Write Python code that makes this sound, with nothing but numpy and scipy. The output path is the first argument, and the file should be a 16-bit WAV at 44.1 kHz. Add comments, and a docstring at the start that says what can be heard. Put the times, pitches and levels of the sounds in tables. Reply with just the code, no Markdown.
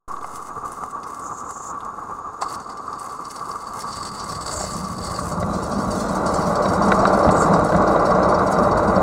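"""A model steam locomotive in the open air, the microphone riding in its cab, close to the boiler.
The microphone comes on with a soft thump. The engine stands, its gas burner fluttering in the flue,
while wet steam sputters and spits, water thumps in the steam pipe and thin jets hiss.
Near four seconds it moves off, slipping at first: the exhaust beats quicken, and the wheels rumble
and knock up through the frame."""
import sys
import numpy as np
from scipy import signal
from scipy.fft import rfft, irfft
from scipy.io import wavfile
from scipy.ndimage import uniform_filter1d, map_coordinates

SR = 44100
rng = np.random.default_rng(int(sys.argv[2]) if len(sys.argv) > 2 else 0)


def bounce(signal):
    """Save signal as a 16-bit WAV file at the path given by the first command-line argument."""
    frames = np.transpose(np.atleast_2d(signal))
    limited = np.clip(frames, -1, 1)
    pcm = np.round(limited * 32767).astype(np.int16)
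    wavfile.write(sys.argv[1], SR, pcm)


N = 397782
TIME = np.arange(N) / SR
FREQ = np.fft.rfftfreq(N, 1 / SR)

# resonances of the cab around the microphone: (frequency [Hz], width [Hz], lift [dB])
CAB_MODES = [(2124, 150, 15.5), (2274, 270, -17.5), (3200, 83, -15), (3900, 78, 5), (4000, 120, -13),
             (4720, 250, 3), (5160, 240, -11), (5290, 140, 10.5), (5660, 170, -9.5), (6020, 94, 7),
             (6450, 75, 1), (6770, 110, 4), (7260, 110, -1), (7990, 92, 8), (8880, 90, 1), (9130, 67, -8),
             (9490, 105, 6), (9700, 280, -5), (10300, 160, 4.5)]
# resonances of the frame beneath it: (frequency [Hz], width [Hz], lift [dB])
FRAME_MODES = [(60, 18, 2.5), (100.6, 43, 6), (316, 14, 4), (403, 30, -3.5), (468, 77, 2.5),
               (530, 13, -1.5), (598, 57, 7.5), (930, 25, -5), (1140, 65, 2), (1287, 23, -12),
               (1780, 200, -1), (1987, 91, 8), (3850, 180, 14.5)]


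def gain_of(db):
    """Decibels to amplitude."""
    return 10 ** (np.asarray(db) / 20)


def unit_rms(x):
    """Scales to rms 1."""
    return x / np.sqrt(np.mean(x ** 2) + 1e-20)


def level(rows):
    """Gain from rows of (time [s], level [dB]), faded to silence outside their span."""
    times, db = np.transpose(rows)
    inside = (TIME >= times[0]) & (TIME <= times[-1] + .02)
    return gain_of(np.interp(TIME, times, db)) * uniform_filter1d(1. * inside, size=200)


def held(start, length, attack, release):
    """Envelope of a rush of steam or flame: it opens, holds and dies away."""
    opening = np.clip((TIME - start) / attack, 0, 1)
    return opening * np.exp(-np.maximum(TIME - start - length, 0) / release)


def wander(rate_hz):
    """Random motion of rms 1, rolled off above the rate."""
    return unit_rms(irfft(rfft(rng.standard_normal(N)) / np.sqrt(1 + (FREQ / rate_hz) ** 4), N))


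def colour(x, spectrum, modes=()):
    """Causal filter of unit power gain: a (frequency [Hz], level [dB]) curve with resonances on top."""
    hz, db = np.transpose(spectrum)
    shape_db = np.interp(np.log(FREQ + 1), np.log(hz), db)
    for centre, width, lift in modes:
        shape_db += lift / (1 + (2 * (FREQ - centre) / width) ** 2)
    log_gain = np.log(unit_rms(gain_of(shape_db)))
    minimum_phase = -signal.hilbert(np.r_[log_gain, log_gain[-2:0:-1]]).imag[:len(FREQ)]
    impulse = irfft(np.exp(log_gain + 1j * minimum_phase), N)[:4096]
    return signal.oaconvolve(x, impulse)[:N]


def resonate(x, hz, width_hz):
    """A resonance of gain 1 that can follow a moving pitch."""
    carrier = np.exp(2j * np.pi * np.cumsum(hz * np.ones(len(x))) / SR)
    pole = np.exp(-np.pi * width_hz / SR)
    return 2 * (carrier * signal.lfilter([1 - pole], [1, -pole], x / carrier)).real


def add(mix, start, sound):
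    """Mixes a sound in at a time."""
    part = mix[max(round(start * SR), 0):][:len(sound)]
    part += sound[:len(part)]


def crackle(per_s, spread_db, decay_s, rise_s=0.00038):
    """Noise in short bursts of uneven size: drops bursting in steam, or grit on a rail."""
    sizes = gain_of(spread_db * np.minimum(rng.exponential(1, N), 3.5))
    bursts = sizes * (rng.random(N) < per_s / SR)
    poles = np.exp(-2 / (np.array([decay_s, rise_s]) * SR))
    power = signal.lfilter([1], np.poly(poles), bursts ** 2)
    return unit_rms(np.sqrt(np.abs(power)) * rng.standard_normal(N))


def burner(singing_hz=1160):
    """The flame flutters and sounds the flue tube; the gas nozzle hisses faintly."""
    # flame in the flue, and gas at the nozzle: (frequency [Hz], level [dB])
    flue_spectrum = [(15, -47), (25, -16.5), (131, -14.5), (193, -13.5), (262, -11.5), (342, -15),
                     (605, -13), (790, -10), (875, -11.5), (1140, -0.5), (1320, -7.5), (1550, -21.5),
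                     (3300, -52), (4290, -67), (7260, -120)]
    gas_spectrum = [(1940, -62), (3300, -21.5), (3760, -13), (4120, -15), (6320, -15), (6620, -7),
                    (6970, -3), (7490, -19), (15600, -39)]
    # resonances of the flue: (frequency [Hz], width [Hz], lift [dB])
    flue_modes = [(438, 84, 3.5), (614, 94, -4.5), (855, 29, 4.5), (1160, 58, 4.5), (1608, 14, 9),
                  (1720, 21, -6), (1930, 230, -8), (2170, 73, -5), (2290, 100, -5)]
    # flares that make the flue sing for an instant: (time [s], level [dB])
    flares = [(.109, -24), (.137, -24), (.635, -24), (.947, -24), (1.187, -25), (1.294, -24), (1.711, -25),
              (2.131, -24), (2.462, -21), (2.878, -21), (2.925, -22.5), (3.425, -21), (3.556, -19.5)]
    flutter = unit_rms(gain_of(2.2 * wander(rate_hz=18)))
    flame = colour(rng.standard_normal(N) * flutter, flue_spectrum, flue_modes)
    flaring = sum(gain_of(db) * held(start, .006, attack=.002, release=.004) for start, db in flares)
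    singing = np.sin(2 * np.pi * np.cumsum(singing_hz + 50 * wander(rate_hz=86.7)) / SR)
    nozzle = colour(rng.standard_normal(N), gas_spectrum, CAB_MODES + [(6660, 200, 3)])
    return gain_of(-32) * flame + flaring * singing + gain_of(-58.5) * nozzle


def fittings(flutter_db=4.5):
    """Wet steam seeps and crackles at the fittings."""
    # the steady seep: (time [s], level [dB])
    seep_levels = [(.08, -54.5), (1.6, -60.5), (1.9, -62), (2.4, -66), (2.9, -60), (3.9, -56), (4.6, -54),
                   (5.0, -51), (5.5, -51.5), (6.4, -49.5), (7.4, -55.5), (8.0, -58.5), (9.02, -51.5)]
    # sputtering on top of it: (start [s], length [s], level [dB])
    bouts = [(.245, 0.25, -53.5), (.64, .14, -52.5), (0.796, 0.12, -57), (1.06, 0.049, -53.5),
             (1.622, .06, -55), (2.483, 0.072, -47.5), (2.983, 0.18, -53.5), (3.3, 0.33, -54.5),
             (3.73, 0.095, -45.5), (4.29, 0.033, -46), (5.964, .08, -52), (6.103, .07, -48),
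             (8.5, .03, -45.5), (8.768, 0.019, -45.5)]
    # wet steam: (frequency [Hz], level [dB])
    wet_spectrum = [(1200, -1), (2100, -4.5), (2600, -7), (3300, -11.5), (4600, -7), (6400, -1),
                    (9000, -1.5), (10400, -5), (11300, -12), (15500, -15)]
    drops = crackle(per_s=300, spread_db=3.5, decay_s=0.0024, rise_s=0.00045)
    wet = drops + gain_of(-4) * rng.standard_normal(N)
    seep = level(seep_levels) * unit_rms(gain_of(flutter_db * wander(rate_hz=6.4)))
    sputter = sum(gain_of(db) * held(start, length, attack=0.0087, release=0.005)
                  for start, length, db in bouts)
    return gain_of(5.5) * colour(wet * np.hypot(seep, sputter), wet_spectrum, CAB_MODES)


def spits(ring_decay_s=0.0042, snap_decay_s=.0003):
    """Single drops burst on hot metal: a snap and a brief ring. Small, high drops snap hardest."""
    # drops of water: (time [s], level [dB], pitch [Hz])
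    drops = [(.165, -31, 4000), (.21, -33, 3600), (.7198, -30, 9480), (0.837, -32, 6840),
             (1.032, -26, 4400), (1.038, -32, 5360), (1.1947, -30, 7750), (1.507, -25.5, 7440),
             (1.805, -28.5, 3570), (1.8488, -31, 6700), (2.5244, -27, 6600), (2.6, -32, 6520),
             (2.7, -28, 4900), (2.772, -29, 4900), (2.93, -27, 4700), (2.9955, -27.5, 8660),
             (3.394, -24, 4700), (3.9627, -33, 4800), (4.2415, -27, 7910), (8.523, -22, 6200)]
    t = np.arange(SR // 30) / SR
    snaps, rings = np.zeros(N), np.zeros(N)
    for start, db, hz in drops:
        burst = gain_of(db) * rng.standard_normal(len(t))
        add(snaps, start, burst * np.exp(-t / snap_decay_s) * (hz / 9000) ** 2)
        add(rings, start, resonate(burst * np.exp(-t / ring_decay_s), hz, width_hz=hz / 6))
    ring_spectrum = [(1500, 12.5), (3500, -8), (10500, -0.5), (14000, -16)]
    return gain_of(-11) * snaps + gain_of(10) * colour(rings, ring_spectrum, CAB_MODES)


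def thumps(gush_decay_s=0.0029, ring_hz=790, ring_s=0.0028):
    """Slugs of water strike inside the steam pipe: a dull clunk in a short gush."""
    # strikes of water: (time [s], level [dB])
    slugs = [(.2435, -23.5), (.8355, -22.5), (2.4135, -28), (2.4215, -14.5), (2.429, -20), (2.439, -28)]
    t = np.arange(SR // 25) / SR
    clunk = t / ring_s * np.exp(1 - 2 * t / ring_s) * np.sin(2 * np.pi * ring_hz * t)
    gushes, clunks = np.zeros(N), np.zeros(N)
    for start, db in slugs:
        add(gushes, start, gain_of(db) * rng.standard_normal(len(t)) * np.exp(-t / gush_decay_s))
        add(clunks, start, gain_of(db) * clunk)
    gush_spectrum = [(200, -42), (520, -8), (800, -2.5), (1100, 14.5), (1500, 1.5), (2200, -12.5),
                     (3500, -23), (9000, -20), (15000, -49)]
    return gain_of(1) * colour(gushes, gush_spectrum, CAB_MODES) + gain_of(5.5) * clunks


def jets(swell_db=8):
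    """Now and then a thin jet of dry steam swells and flutters through a narrow gap, almost whistling."""
    # escapes of steam: (start [s], length [s], level reached [dB], pitch [Hz])
    escapes = [(1.212, 0.066, -38, 7000), (1.307, .1, -37.5, 7050), (1.442, 0.26, -36.5, 7100),
               (4.496, 0.14, -26.5, 7550), (4.69, 0.049, -35, 7500), (7.304, .13, -29, 7640)]
    # dry steam: (frequency [Hz], level [dB])
    jet_spectrum = [(4500, -6), (6000, -1.5), (6600, 2), (8200, -4), (9300, -5), (14000, -1)]
    flow = rng.standard_normal(N) * gain_of(2.6 * wander(rate_hz=52))
    hiss = np.zeros(N)
    for start, length, db, hz in escapes:
        whistle = unit_rms(resonate(resonate(flow, hz, width_hz=1400), hz, width_hz=1900))
        swell = gain_of(db - swell_db * np.clip(1 - (TIME - start) / length, 0, 1) ** 2)
        hiss += whistle * swell * held(start, length, attack=0.0085, release=0.015)
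    return gain_of(-4) * colour(hiss, jet_spectrum)


def cylinder_leak():
    """Steam leaks at the cold cylinders, in gulps between plugs of water."""
    # strength of the leak: (time [s], level [dB])
    leak_levels = [(2.41, -35), (2.48, -47.5), (2.6, -53.5), (3.5, -53.5), (3.85, -50), (3.96, -38),
                   (4.2, -43), (4.55, -36), (4.9, -45), (5.12, -38), (5.36, -50.5)]
    # its hiss: (frequency [Hz], level [dB])
    leak_spectrum = [(1500, -2), (2100, -11), (3200, -15), (4100, -6), (4400, 0.5), (4650, 3), (5000, -6.5),
                     (5500, -5.5), (5800, -12.5), (6500, -9.5), (8000, -4), (9300, -11), (12000, -27)]
    leak_modes = [(4650, 300, 2.6), (5430, 140, 1.8), (7900, 190, 0.94)]
    gulps = unit_rms(gain_of(1.4 * wander(rate_hz=8.9)))
    gurgle = crackle(per_s=320, spread_db=4, decay_s=0.0078) * gulps
    return gain_of(4) * colour(gurgle * level(leak_levels), leak_spectrum, CAB_MODES + leak_modes)


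def wheel_speed():
    """Turns per second at every instant."""
    # the driving wheels: (time [s], speed [turns/s])
    speeds = [(3.75, 0.0), (3.9, 1.699), (4.3, 1.971), (4.8, 1.646), (5.2, 1.713), (5.5, 2.627),
              (6.1, 2.755), (6.5, 3.619), (7.1, 4.108), (7.45, 4.481), (8.3, 4.176), (9.0, 4.002)]
    return np.interp(TIME, *np.transpose(speeds))


def beats(uneven_db=2.5):
    """The valves of two cylinders open four times a turn: rows of (time [s], pipe [dB], fizz [dB])."""
    # where the valves open: (place in the turn [turns])
    places = [.167, .415, .65, .833]
    # strength of those four beats: (accent [dB])
    accents = [.5, -1, -1, -3.5]
    # force of the exhaust: (time [s], pipe level [dB], fizz level [dB])
    blast_levels = [(3.9, -32.5, -41), (4.7, -33, -36), (5.3, -39, -36), (5.7, -34, -35.5),
                    (6.1, -34.5, -34.5), (6.55, -33.5, -34), (7.4, -33.5, -33.5), (7.75, -34, -40),
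                    (9.0, -35, -38.5)]
    times, pipe_db, fizz_db = np.transpose(blast_levels)
    turns = np.cumsum(wheel_speed()) / SR
    rows = []
    for turn in range(int(turns[-1]) + 1):
        for place, accent_db in zip(places, accents):
            start = np.searchsorted(turns, turn + place) / SR
            pipe_lift, fizz_lift = accent_db + uneven_db * rng.standard_normal(2)
            rows.append((start, np.interp(start, times, pipe_db) + pipe_lift,
                         np.interp(start, times, fizz_db) + fizz_lift))
    return rows


def exhaust(rise_s=0.011):
    """Each beat opens, rings the blast pipe and dies away; water in it gives each fizz its own pitch."""
    # stray spurts as the cylinders clear: (time [s], pipe level [dB], fizz level [dB])
    spurts = [(2.415, -29, -32), (2.536, -33.5, -43), (3.248, -36, -43), (3.299, -34, -44),
              (3.355, -35, -35), (3.51, -33, -41), (3.801, -33.5, -33), (4.196, -46, -42),
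              (4.525, -38, -27)]
    # the blast pipe, and the higher fizz: (frequency [Hz], level [dB])
    pipe_spectrum = [(2500, -12.5), (3600, -11), (4500, 5), (5600, 4), (6300, -5), (8000, -25),
                     (12000, -42)]
    fizz_spectrum = [(5000, -20), (6500, 2.5), (8200, 1.5), (9500, -2), (11500, -24), (15500, -17)]
    # resonances of the blast pipe: (frequency [Hz], width [Hz], lift [dB])
    pipe_modes = [(4595, 150, 5), (5140, 250, -14), (5400, 190, 6)]
    t = np.arange(SR // 6) / SR
    opening = np.minimum(t / rise_s, 1) ** 2
    puffs, fizz = np.zeros(N), np.zeros(N)
    for start, pipe_db, fizz_db in spurts + beats():
        # beats lengthen as the engine moves off, then shorten at speed
        stretch = np.interp(start, [3.5, 4.2, 6.5, 7.8], [0.5, 2.3, 2.8, 1.13]) * rng.uniform(0.39, 2.05)
        age = np.maximum(t - 1.1 * rise_s, 0) / stretch
        spray = rng.standard_normal(len(t))
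        ring = unit_rms(resonate(spray, rng.uniform(7400, 10800), width_hz=900))
        spray += .5 * gain_of(-4) * ring
        add(puffs, start - rise_s / 2, gain_of(pipe_db) * opening * np.exp(-age / 0.01))
        add(fizz, start - rise_s / 2, gain_of(fizz_db) * opening * np.exp(-age / 0.0084) * spray)
    spatter = unit_rms(gain_of(4.9 * wander(rate_hz=370)))
    pipe = colour(puffs * rng.standard_normal(N), pipe_spectrum, pipe_modes)
    return gain_of(-1.3) * pipe + gain_of(-5) * colour(fizz * spatter, fizz_spectrum, CAB_MODES)


def wheels(cruise_turns_per_s=4):
    """Rough rails and grit shake the frame, which colours the rumble; all of it grows with speed."""
    # the wheels slip at first: (time [s], share of their speed that moves the engine [0-1])
    grip = [(3.8, 0.39), (4.8, 1)]
    # rough track: (middle [s], half length [s], rumble lift [dB], boom lift [dB], roar lift [dB])
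    rough_track = [(4.56, 0.11, 2, -16, 7), (4.84, 0.14, 4, 5, -2), (5.156, 0.17, 4, -0.5, 5.5),
                   (5.442, 0.1, 5, 1.5, 0), (5.86, 0.3, 3.5, 5.5, 1), (6.197, 0.17, 0.5, 1, 2.5),
                   (6.9, 0.11, 2, 2.5, 1.5), (7.15, 0.11, -2.5, -1, 1), (7.278, 0.035, 12, 5.5, 0),
                   (7.55, 0.035, 3, 9, -0.5), (7.703, 0.12, 4.5, 1, -3.5), (8.787, 0.081, 6.5, -1, 0.5)]
    # the boom along the track: (time [s], pitch [Hz])
    boom_pitches = [(3.9, 190), (4.15, 189), (4.35, 146), (4.8, 187), (5.3, 167), (5.8, 203), (6.1, 195),
                    (6.5, 183), (7.0, 191), (7.5, 176.5), (9.0, 193)]
    # rumble of the rails, and roar of the grit: (frequency [Hz], level [dB])
    rumble_spectrum = [(15, -51), (30, -10), (55, -2), (100, -5.5), (135, -4.5), (220, -14.5), (400, -16),
                       (800, -76)]
    roar_spectrum = [(150, -19.5), (300, -2.5), (500, -1), (720, 0), (900, -2), (1150, -0.5), (1420, -5.5),
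                     (1750, -24.5), (2200, -29.5), (3200, -45.5), (4300, -38.5), (9000, -74)]
    travel_speed = wheel_speed() * np.interp(TIME, *np.transpose(grip))
    doublings = np.log2(travel_speed / cruise_turns_per_s + 1e-6)
    rumble_lift, boom_lift, roar_lift = sum(np.outer(lifts, np.exp(-((TIME - middle) / half) ** 2))
                                            for middle, half, *lifts in rough_track)
    sway = gain_of(2 * wander(rate_hz=21))
    rumble = sway * rng.standard_normal(N) * gain_of(-32.5 + 6 * doublings + rumble_lift)
    boom_hz = np.interp(TIME, *np.transpose(boom_pitches))
    boom = resonate(resonate(rng.standard_normal(N), boom_hz, width_hz=37), boom_hz, width_hz=133)
    boom = unit_rms(boom) * sway * gain_of(-26 + 9 * doublings + boom_lift)
    grit = crackle(per_s=900, spread_db=2.5, decay_s=0.0026) + rng.standard_normal(N)
    roar = unit_rms(grit) * gain_of(-18 + 16 * doublings + roar_lift)
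    return colour(rumble, rumble_spectrum, FRAME_MODES) + boom + colour(roar, roar_spectrum, FRAME_MODES)


def knocks(ring_decay_s=0.0035, crack_decay_s=0.0049, bump_hz=185, bump_decay_s=0.01):
    """Wheels and rods knock: a short metal clunk and a crack, while the whole frame gives a low bump."""
    # impacts: (time [s], level [dB], ring pitch [Hz], crack offset [dB])
    impacts = [(4.609, -13.5, 760, -23), (4.64, -14, 630, -21), (5.189, -9.5, 1140, -27),
               (5.427, -8, 595, -21), (6.656, -11.5, 555, -10.5), (6.919, -4, 1070, -9.5),
               (7.033, -1.5, 680, -37), (7.053, -3, 1190, -14.5), (7.29, 0, 650, -23),
               (7.721, -7, 513, -14.5), (7.747, -9, 614, -15), (7.96, -7, 500, -17)]
    t = np.arange(SR // 12) / SR
    ring_envelope = np.exp(-t / ring_decay_s) * (1 - np.exp(-t / 0.00089))
    bump = gain_of(-12) * np.sin(2 * np.pi * bump_hz * t) * np.exp(-t / bump_decay_s)
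    clunks, cracks = np.zeros(N), np.zeros(N)
    for start, db, hz, crack_db in impacts:
        add(clunks, start, gain_of(db) * (np.sin(2 * np.pi * hz * t) * ring_envelope + bump))
        crack = rng.standard_normal(len(t)) * np.exp(-t / crack_decay_s)
        add(cracks, start, gain_of(db + crack_db) * crack)
    crack_spectrum = [(150, -11), (600, -28), (1400, 21), (2000, 5), (3000, -10), (4000, -7),
                      (6000, -14), (14000, -41)]
    return clunks + gain_of(3) * colour(cracks, crack_spectrum, FRAME_MODES)


def plume():
    """Steam keeps rising from the chimney between beats: a soft, broad hiss."""
    # flow from the chimney: (time [s], level [dB])
    plume_levels = [(5.3, -67), (5.55, -43), (5.85, -51), (5.97, -37.5), (6.25, -48), (7.3, -44),
                    (7.7, -46), (9.0, -52)]
    flow = crackle(per_s=1000, spread_db=0.5, decay_s=0.0031) * level(plume_levels)
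    return colour(flow, [(2000, -10), (3200, -9), (3900, 3), (4600, 0.5), (6000, -0.5), (8000, -0.5),
                         (10000, -19), (12000, -20)])


def surroundings(x, passing_share=0.68):
    """Adds steady echoes from close by and, once the engine rolls, a shifting one from passing stones."""
    # echoes of boiler, cab floor and fence: (delay [s], share [ratio])
    echoes = [(.0031, 0.039), (.0094, -0.22), (0.0146, .16)]
    near = sum(share * np.interp(TIME - round(delay * SR) / SR, TIME, x) for delay, share in echoes)
    rolling = np.interp(TIME, [4.8, 5.6], [0, 1])
    passing_delay_s = 0.001081 + 0.000162 * wander(rate_hz=3.85)
    passing = map_coordinates(x, [(TIME - passing_delay_s) * SR], order=3)
    return (x + near + passing_share * rolling * passing) * gain_of(-2.1 - 1.9 * rolling)


def scene():
    """Mono, from the cab: every source rides along at a constant distance from the microphone."""
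    hisses = fittings() + cylinder_leak() + plume() + jets() + exhaust() + spits()
    return (burner() + surroundings(hisses) + wheels() + knocks() + thumps())[None]


def record(dry, ceiling_db=-3.5, cutoff_hz=15800):
    """The microphone comes on with a soft thump as its bias settles; the hardest knocks are rounded."""
    switch_on = np.interp(TIME, [.078, .08], [.003, 1])
    bias = gain_of(-29.5) * np.exp(-TIME / 0.25)
    heard = (dry + bias) * switch_on
    rounded = heard / (1 + (heard / gain_of(ceiling_db)) ** 10) ** (1 / 10)
    lowpass = signal.firwin(511, cutoff_hz, window=("kaiser", 9), fs=SR)
    return signal.oaconvolve(rounded, lowpass[None], "same")


dry = scene()
out = record(dry)
bounce(out)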